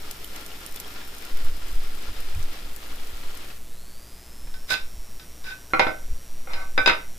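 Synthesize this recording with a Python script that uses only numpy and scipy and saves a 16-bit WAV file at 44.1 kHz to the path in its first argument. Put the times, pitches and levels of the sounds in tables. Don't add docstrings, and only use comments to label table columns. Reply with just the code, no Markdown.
import sys
import numpy as np
from scipy import signal
from scipy.fft import rfft, irfft, next_fast_len
from scipy.io import wavfile
from scipy.ndimage import uniform_filter1d

SR = 44100
rng = np.random.default_rng(int(sys.argv[2]) if len(sys.argv) > 2 else 0)


def transcribe(u):
    v = np.clip(np.atleast_2d(u).T, -1, 1)
    q = np.round(v * 32767).astype(np.int16)
    wavfile.write(sys.argv[1], SR, q)


N = 316969
T = np.arange(N) / SR

# time in seconds, level in dB.
SEETHE_LEVEL = [(0, -45), (1.25, -43.5), (1.8, -44.5), (2.3, -43), (2.95, -45), (3.39, -44.5),
                (3.52, -44.5), (3.58, -55)]
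# frequency in Hz, relative level in dB per Hz.
SEETHE_COLOUR = [(120, -42), (200, -20), (403, -1), (630, -8.5), (738, -7), (1060, -12), (1350, -7.5),
                 (2010, -8.5), (3300, -9), (5410, -14), (5850, -18.5), (9000, -27), (11700, -47),
                 (19800, -120)]
# frequency in Hz, width in Hz, level against the seethe in dB.
BUCKET_NOTES = [(1418, 35, -15.5), (312, 75, -11.5), (428, 41, -25.5)]
# start in seconds, level in dB, pitch in Hz.
BIG_BUBBLES = [(0.1102, -31.5, 4840), (0.2448, -34.5, 3030), (0.3621, -37, 3250), (0.5172, -36, 2870),
               (0.7731, -32, 3500), (0.846, -33, 3230), (1.015, -37, 1690), (1.257, -40, 1390),
               (1.4506, -42, 1310), (2.1625, -39, 3630), (2.348, -35.5, 2470), (2.9841, -40, 3260),
               (3.5029, -40, 2550)]
# start in seconds, peak level before panning in dB,
# centre in Hz.
TIMED_SPITS = [(0.112, -18, 11600), (0.2447, -17.5, 14100), (0.3626, -20, 9250), (0.4105, -25, 9130),
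               (0.463, -21.5, 9360), (0.5906, -30, 13600), (0.6636, -24, 13200), (0.7607, -16, 13100),
               (0.8005, -16, 13800), (0.8789, -25.5, 14300), (1.1833, -25, 7800), (1.2513, -22, 9810),
               (1.3713, -21, 8340), (1.454, -28, 13300), (1.5683, -27.5, 14300), (1.951, -26, 14200),
               (2.2041, -21.5, 14000), (2.4284, -28, 6440), (2.7625, -18, 14000), (2.8953, -45, 13100),
               (3.0729, -28, 6650), (3.1715, -27, 14400), (3.3737, -23, 11800)]
# start in seconds, first band, second band and bench level in dB,
# hardness in dB per octave, left minus right in dB.
BAND_KNOCKS = [(4.473, -50, -51, -42, 3, 3), (4.541, -35.5, -50, -50, 3.5, -1),
               (4.693, -33, -79, -65, 1, -16), (4.706, -21.5, -47, -34.5, 0.5, -19),
               (4.72, -20.5, -57, -47, 4, -14), (4.739, -27.5, -45, -50, 11, -19),
               (4.754, -45, -55, -50, 2, 1), (5.197, -42, -61, -68, 10, -1), (5.279, -61, -67, -64, -5, -3),
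               (5.442, -36, -60, -64, 4, 1), (5.704, -51, -57, -58, 3, 5),
               (5.735, -34, -10.5, -23.5, -6.5, -2.5), (5.795, -18, -8.5, -5, 1, -5.5),
               (5.868, -24.5, -21, -21, -5, -1), (6.026, -59, -50, -61, -2, 0),
               (6.473, -49, -34.5, -41, -4.5, 1), (6.534, -41, -32, -56, 13, 0),
               (6.778, -10.5, -18, -25.5, -6.5, 1.5), (6.86, -13, -33, -15, 5.5, 8.5),
               (6.875, -22, -32, -7, 8.5, 12), (6.895, -13.5, -14.5, -18.5, -1, 5)]
# start in seconds, length in seconds, first band, second band and bench level in dB,
# hardness in dB per octave.
BAND_SCRAPES = [(4.67, 0.059, -46, -40, -52, 10), (5.428, 0.091, -48.5, -70, -64, 1),
                (6.464, .165, -60.5, -52.5, -54, -0.5)]
# frequency in Hz, relative level in dB, 60 dB decay time in seconds.
FIRST_BAND_MODES = [(1523, 7, 0.21), (1700, -1, 0.04), (1850, -8, 0.06), (2046, -2, 0.06), (2345, -5, 0.08),
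                    (2570, 1, 0.07), (2760, -10, 0.12), (3200, -10, 0.06), (3550, 0, 0.04), (3725, 2, 0.05),
                    (3960, -3, 0.05), (4350, -10, 0.05), (4975, 0, 0.055), (6970, -17, 0.02)]
SECOND_BAND_MODES = [(1135, -3, 0.099), (1308, 1, 0.057), (1374, 4, 0.048), (1440, -9, .15),
                     (2030, -1.5, 0.071), (2151, 4.5, 0.049), (2340, -33, 0.15), (2420, -2.5, 0.1),
                     (2770, -14, 0.076), (3460, -37, 0.043), (4140, -9, 0.069), (5500, -39, 0.11)]
BENCH_MODES = [(125, -31, 0.16), (268.7, -18.5, 0.22), (328.5, -9.5, 0.11), (417, -42, 0.17),
               (512, 0.5, 0.069), (611, -5.5, 0.077), (657, -11, 0.21), (769, 1.5, 0.11),
               (821, -6.5, 0.052), (930, 5, 0.04)]
# time in seconds, level in dB.
SWELL_LEVEL = [(0, -35), (1.2, -35), (1.35, -18), (1.7, -17), (1.9, -22), (2.4, -18), (2.55, -30),
               (3.5, -29), (4.3, -33), (4.6, -28), (5.2, -35), (5.75, -33), (6.05, -23), (6.25, -30),
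               (6.45, -24), (7, -24), (7.19, -29)]
# centre in seconds, level in dB.
AIR_PUFFS = [(1.44, -29), (1.55, -29.5), (1.74, -28), (2.1, -32), (2.381, -17), (2.65, -31), (2.9, -39),
             (3.14, -36.5), (4.12, -61), (4.46, -31.5), (4.98, -30), (5.16, -40), (6.12, -24), (7.19, -36)]
# frequency in Hz, rms level in dB.
STEADY_TONES = [(60.014, -52.5), (180.04, -69), (7500, -70.5), (9990, -69.5)]
# time in seconds, pitch in Hz, level in dB.
WHINE_GLIDE = [(0, 5560, -58), (.4, 5340, -58), (.95, 5500, -58), (1.3, 5285, -58), (1.7, 5120, -59),
               (2.1, 5070, -60), (2.6, 5050, -63), (2.9, 5050, -80)]
# gap in Hz, time constant in seconds.
WHINE_RISE_GAPS = [(500, .07), (2170, .5)]
WHINE_LINES = [-1, -3.5, -5]
# frequency in Hz, relative level in dB per Hz.
HISS_COLOUR = [(35, 1), (65, 12), (125, 7.5), (250, 4.5), (510, 1.5), (1000, -3.5), (2000, -5.5),
               (4000, -8.5), (8000, -10.5), (15500, -12.5)]

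FIZZ_DB, FIZZ_FADE_DB_PER_S = -47.5, 1.5
SMALL_SPITS, SMALL_SPIT_HZ = 18, (6200, 14400)
SMALL_SPIT_DB, SMALL_SPIT_RANGE_DB = -36, 9
SPIT_PAN_DB, SPIT_PAN_SPREAD_DB = 2.5, 8.5
RUB_ATTACK_S, RUB_RELEASE_S, RUB_EDGE_DB = 0.034, 0.043, -33
MODE_LAG_CYCLES = (0.15, 0.3)
SET_DOWN_S = 5.72
GRIP_SHARE = 0.45
KNOCK_MODE_DB, RUB_MODE_DB, CRACK_DB = -11.5, -1.5, -14
KNOCK_SCATTER_DB = 1.8
SHOP_T60_S, SHOP_WALL_CUT_HZ, SHOP_DB = 0.28, 7800, -13
RUMBLE_DB = -23.5
LUMPS_DB, LUMPS_PER_S = -0.5, 5.6
PUFF_HALF_WIDTH_S = 0.03
BUZZ_HZ, BUZZ_START_S, BUZZ_DB = 120.028, 0.00565, -27.5
RISE_START_S, RISE_TOP_HZ = 3.62, 5785
RISE_DB, FADE_IN_DB, FADE_IN_S = -57, -10, 0.12
THROB_LAG = 0.22
HISS_DB = -50
TREBLE_STEP_HZ, TOP_CUT_HZ = 14900, 16345


def quench():
    seethe_db, on = in_time(SEETHE_LEVEL)
    shared, *sides = grains(9000, spread_db=3.5, channels=3)
    bursts = 0.5 * shared + np.array(sides)
    seethe = coloured(bursts, SEETHE_COLOUR)
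    for hz, width_hz, db in BUCKET_NOTES:
        seethe = seethe + from_db(db) * rms_one(ring(bursts, hz, 2.4 / width_hz))

    births = grains(220, spread_db=2.5)
    pitch_index = rng.integers(0, 12, N)
    pops = np.zeros((2, N))
    for k, hz in enumerate(np.geomspace(1000, 5200, 12)):
        pops += ring(births * (pitch_index == k), hz, 23.0 / hz)
    seethe = close_pair(seethe + from_db(-11) * rms_one(pops), alike_hz=525)

    crackles = rms_one(grains(400 * from_db(4 * drift(15)), spread_db=5.0))
    fizz = rng.standard_normal((2, N)) + 1.2 * crackles
    fizz = coloured(fizz, [(3500, -8), (6500, 1), (11000, 2), (14000, 7), (16000, 2)])
    fizz_gain = from_db(FIZZ_DB - FIZZ_FADE_DB_PER_S * T)

    flicker = from_db(1.6 * drift(14))
    mix = from_db(seethe_db) * flicker * seethe + fizz_gain * fizz
    return on * mix * from_db([[1.1], [-1.1]])


def big_pops():
    out = np.zeros(N)
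    for start, db, hz in BIG_BUBBLES:
        click = np.zeros(2000)
        click[0] = from_db(db)
        out[round(start * SR):][:2000] += ring(click, hz, 60.0 / hz)
    return out * from_db([[1.5], [-1.5]])


def spits():
    length = 900
    t = np.arange(length) / SR
    envelope = np.exp(-t / 0.00044) + 0.2 * np.exp(-t / 0.008)

    when, size, pitch = rng.random((SMALL_SPITS, 3)).T
    small_s = when * SEETHE_LEVEL[-2][0]
    small_db = SMALL_SPIT_DB + SMALL_SPIT_RANGE_DB * (2 * size - 1)
    small_hz = np.interp(pitch, [0, 1], SMALL_SPIT_HZ)

    out = np.zeros((2, N + length))
    for start, db, hz in [*TIMED_SPITS, *zip(small_s, small_db, small_hz)]:
        noise = rng.standard_normal((2, length))
        pan = rng.normal(SPIT_PAN_DB, SPIT_PAN_SPREAD_DB)
        band = signal.butter(1, [0.55 * hz, min(2.16 * hz, 0.45 * SR)], "band", fs=SR)
        puff = signal.lfilter(*band, noise * envelope)
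        gain = from_db(db + np.array([[pan], [-pan]]) / 2)
        at = round(start * SR)
        out[:, at:at + length] += puff / np.abs(puff).max() * gain
    return out[:, :N]


def bands():
    start, *blows_db, hard_db, pan = np.transpose(BAND_KNOCKS)
    at = (start * SR).astype(int)
    lags_s = rng.exponential(0.012, (len(at), 6))
    chatter_at = at[:, None] + 1 + (lags_s * SR).astype(int)
    chatter = 0.6 * np.exp(-lags_s / 0.016)
    rubs = [(*levels, rub(begin, length)) for begin, length, *levels in BAND_SCRAPES]
    held = T < SET_DOWN_S

    out, crack = np.zeros((2, N)), np.zeros(N)
    for body, modes in enumerate([FIRST_BAND_MODES, SECOND_BAND_MODES, BENCH_MODES]):
        held_share = 1 if modes is BENCH_MODES else GRIP_SHARE
        for hz, mode_db, t60 in modes:
            octaves = np.log2(hz / 2000)
            force = np.zeros((2, N))
            knock_db = blows_db[body] + mode_db + KNOCK_MODE_DB + hard_db * octaves
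            knock_db = knock_db + KNOCK_SCATTER_DB * rng.standard_normal((2, len(at)))
            force[:, at] = from_db(knock_db) * from_db([pan / 2, -pan / 2]) * rng.choice([-1, 1])
            force[:, chatter_at] += force[:, at, None] * chatter * rng.standard_normal(chatter.shape)

            for *levels, rub_hard_db, stroke in rubs:
                busy = stroke > 0
                count = busy.sum()
                grit = rng.standard_normal((2, count)) * (rng.random(count) < 900 / SR)
                rub_db = levels[body] + mode_db + RUB_MODE_DB + rub_hard_db * octaves
                force[:, busy] += grit * stroke[busy] * from_db(rub_db)

            left, right = ring(force * held, hz, t60 * held_share) + ring(force * ~held, hz, t60)
            lag_cycles = rng.uniform(*MODE_LAG_CYCLES) * rng.choice([-1, 1])
            out += [left, np.roll(right, round(lag_cycles * SR / hz))]
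        crack[at] += from_db(blows_db[body] + hard_db + CRACK_DB)
    out = signal.sosfilt(signal.butter(2, 6300, fs=SR, output="sos"), out)
    return out + contact_noise(crack, rubs)


def rub(start, length):
    end = start + length
    db, on = in_time([(start, RUB_EDGE_DB), (start + RUB_ATTACK_S, 0),
                      (end, 0), (end + RUB_RELEASE_S, RUB_EDGE_DB)])
    return on * from_db(db)


def contact_noise(crack, rubs):
    crack = signal.lfilter([1], [1, -np.exp(-1 / (0.011 * SR))], crack + 1e-18)
    crack_noise = coloured(rng.standard_normal((2, N)), [(100, 2), (400, 14.5), (2500, 17.5), (5500, 0.5),
                                                         (8000, -14), (15000, -22)])
    grit = sum(stroke * from_db(first + 2 * hard_db - 1.5) for first, _, _, hard_db, stroke in rubs)
    sand = coloured(grains(3800, spread_db=5.0), [(200, 2), (1500, 1), (5000, 2), (8000, -4.5), (15000, -8)])
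    return crack * crack_noise + grit * sand


def shop(x):
    size = next_fast_len(N + SR)
    w = 2 * np.pi * np.arange(size // 2 + 1) / size
    dull = 1 / (1 + 1j * w * SR / (2 * np.pi * SHOP_WALL_CUT_HZ))
    spectrum = rfft(x, size)
    out = []
    for lags_s in rng.uniform(0.012, 0.04, (2, 8)):
        response = 0
        for k, lag in enumerate(lags_s):
            trip = from_db(-60 * lag / SHOP_T60_S) * dull * np.exp(-1j * w * round(lag * SR))
            response = response + (-1) ** k * trip / (1 - trip)
        out.append(irfft(spectrum * response, size)[:N])
    return np.array(out)


def air():
    swell = coloured(rng.standard_normal(N), [(0.5, -20), (1.5, 0), (10, -2), (16, -16), (30, -36), (200, -110)])
    rumble = coloured(rng.standard_normal(N), [(10, -4.5), (18, 13), (40, -3.0), (100, -15.5), (200, -40),
                                               (600, -60), (1000, -100)])
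    swell_db = in_time(SWELL_LEVEL)[0]
    rumble_gain = from_db(swell_db + RUMBLE_DB + LUMPS_DB * drift(LUMPS_PER_S))
    puffs = sum(from_db(db) * np.exp(-((T - s) / PUFF_HALF_WIDTH_S) ** 2) for s, db in AIR_PUFFS)
    return from_db(swell_db) * swell + (rumble_gain + puffs) * rumble


def mains():
    cycle = (T - BUZZ_START_S) * BUZZ_HZ
    ticks = np.diff(np.floor(cycle), prepend=-1.) * -(-1) ** np.floor(cycle)
    out = from_db(BUZZ_DB) * signal.lfilter([1, -1], [1, -0.7], ticks)
    for hz, db in STEADY_TONES:
        out += np.sqrt(2) * from_db(db) * np.sin(2 * np.pi * hz * T)
    whine_hz, whine_gain = whine()
    whine_cycles = np.cumsum(whine_hz) / SR
    for k, db in enumerate(WHINE_LINES):
        out += whine_gain * from_db(db) * np.sin(2 * np.pi * (whine_cycles - k * (cycle - THROB_LAG)))
    return out + hiss()


def whine():
    hz, db, on = in_time(WHINE_GLIDE)
    since = np.maximum(T - RISE_START_S, 0)
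    rising_hz = RISE_TOP_HZ - sum(gap_hz * np.exp(-since / tau) for gap_hz, tau in WHINE_RISE_GAPS)
    rising_gain = from_db(RISE_DB + FADE_IN_DB * np.exp(-since / FADE_IN_S))
    return np.where(since > 0, rising_hz, hz), np.where(since > 0, rising_gain, on * from_db(db))


def hiss():
    mid, side = rng.standard_normal((2, N))
    side = 0.082 * coloured(side, [(90, -11), (720, -1), (4100, -9), (7100, -25), (15500, -18)])
    return from_db(HISS_DB) * (coloured(mid, HISS_COLOUR) + side * [[1], [-1]])


def close_pair(x, alike_hz):
    side = signal.sosfilt(signal.butter(2, alike_hz, "high", fs=SR, output="sos"), x[0] - x[1])
    return (x[0] + x[1] + side * [[1], [-1]]) / 2


def grains(per_s, spread_db, channels=2):
    size_db = spread_db * np.minimum(rng.exponential(1, (channels, N)), 5)
    sizes = from_db(size_db) * rng.choice([-1, 1], (channels, N))
    return sizes * (rng.random((channels, N)) < per_s / SR)


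def ring(clicks, hz, t60):
    r, w = from_db(-60 / (t60 * SR)), 2 * np.pi * hz / SR
    return signal.lfilter([0, np.sin(w)], [1, -2 * r * np.cos(w), r * r], clicks + 1e-18)


def coloured(x, spectrum):
    size = next_fast_len(N)
    hz = np.arange(1, size // 2 + 2) * SR / size
    point_hz, point_db = np.array(spectrum).T
    gain = from_db(np.interp(np.log(hz), np.log(point_hz), point_db))
    return rms_one(irfft(rfft(x, size) * gain, size)[..., :N])


def drift(rate):
    r = np.exp(-80 * np.pi * rate / SR)
    noise = rng.standard_normal(N // 40 + 2002)
    slow = signal.lfilter([1], [1, -2 * r, r * r], noise)[2000:]
    return np.interp(np.arange(N) / 40, np.arange(len(slow)), rms_one(slow))


def in_time(rows):
    s, *columns = np.transpose(rows)
    gate = uniform_filter1d(1. * (T > s[0]) * (T < s[-1]), size=200)
    return [np.interp(T, s, c) for c in columns] + [gate]


def rms_one(x):
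    return x / np.sqrt(np.mean(x ** 2) + 1e-20)


def from_db(db):
    return 10 ** (np.asarray(db) / 20)


def scene():
    steel = bands()
    steel = close_pair(steel + from_db(SHOP_DB) * shop(steel[0] + steel[1]), alike_hz=215)
    return quench() + big_pops() + spits() + steel + air() + mains()


def record(dry):
    rounded = 0.9 * np.tanh(dry / 0.9)
    step = signal.sosfilt(signal.ellip(6, 0.5, 28, TREBLE_STEP_HZ, fs=SR, output="sos"), rounded)
    return signal.sosfilt(signal.cheby2(12, 60, TOP_CUT_HZ, fs=SR, output="sos"), step)


dry = scene()
out = record(dry)
transcribe(out)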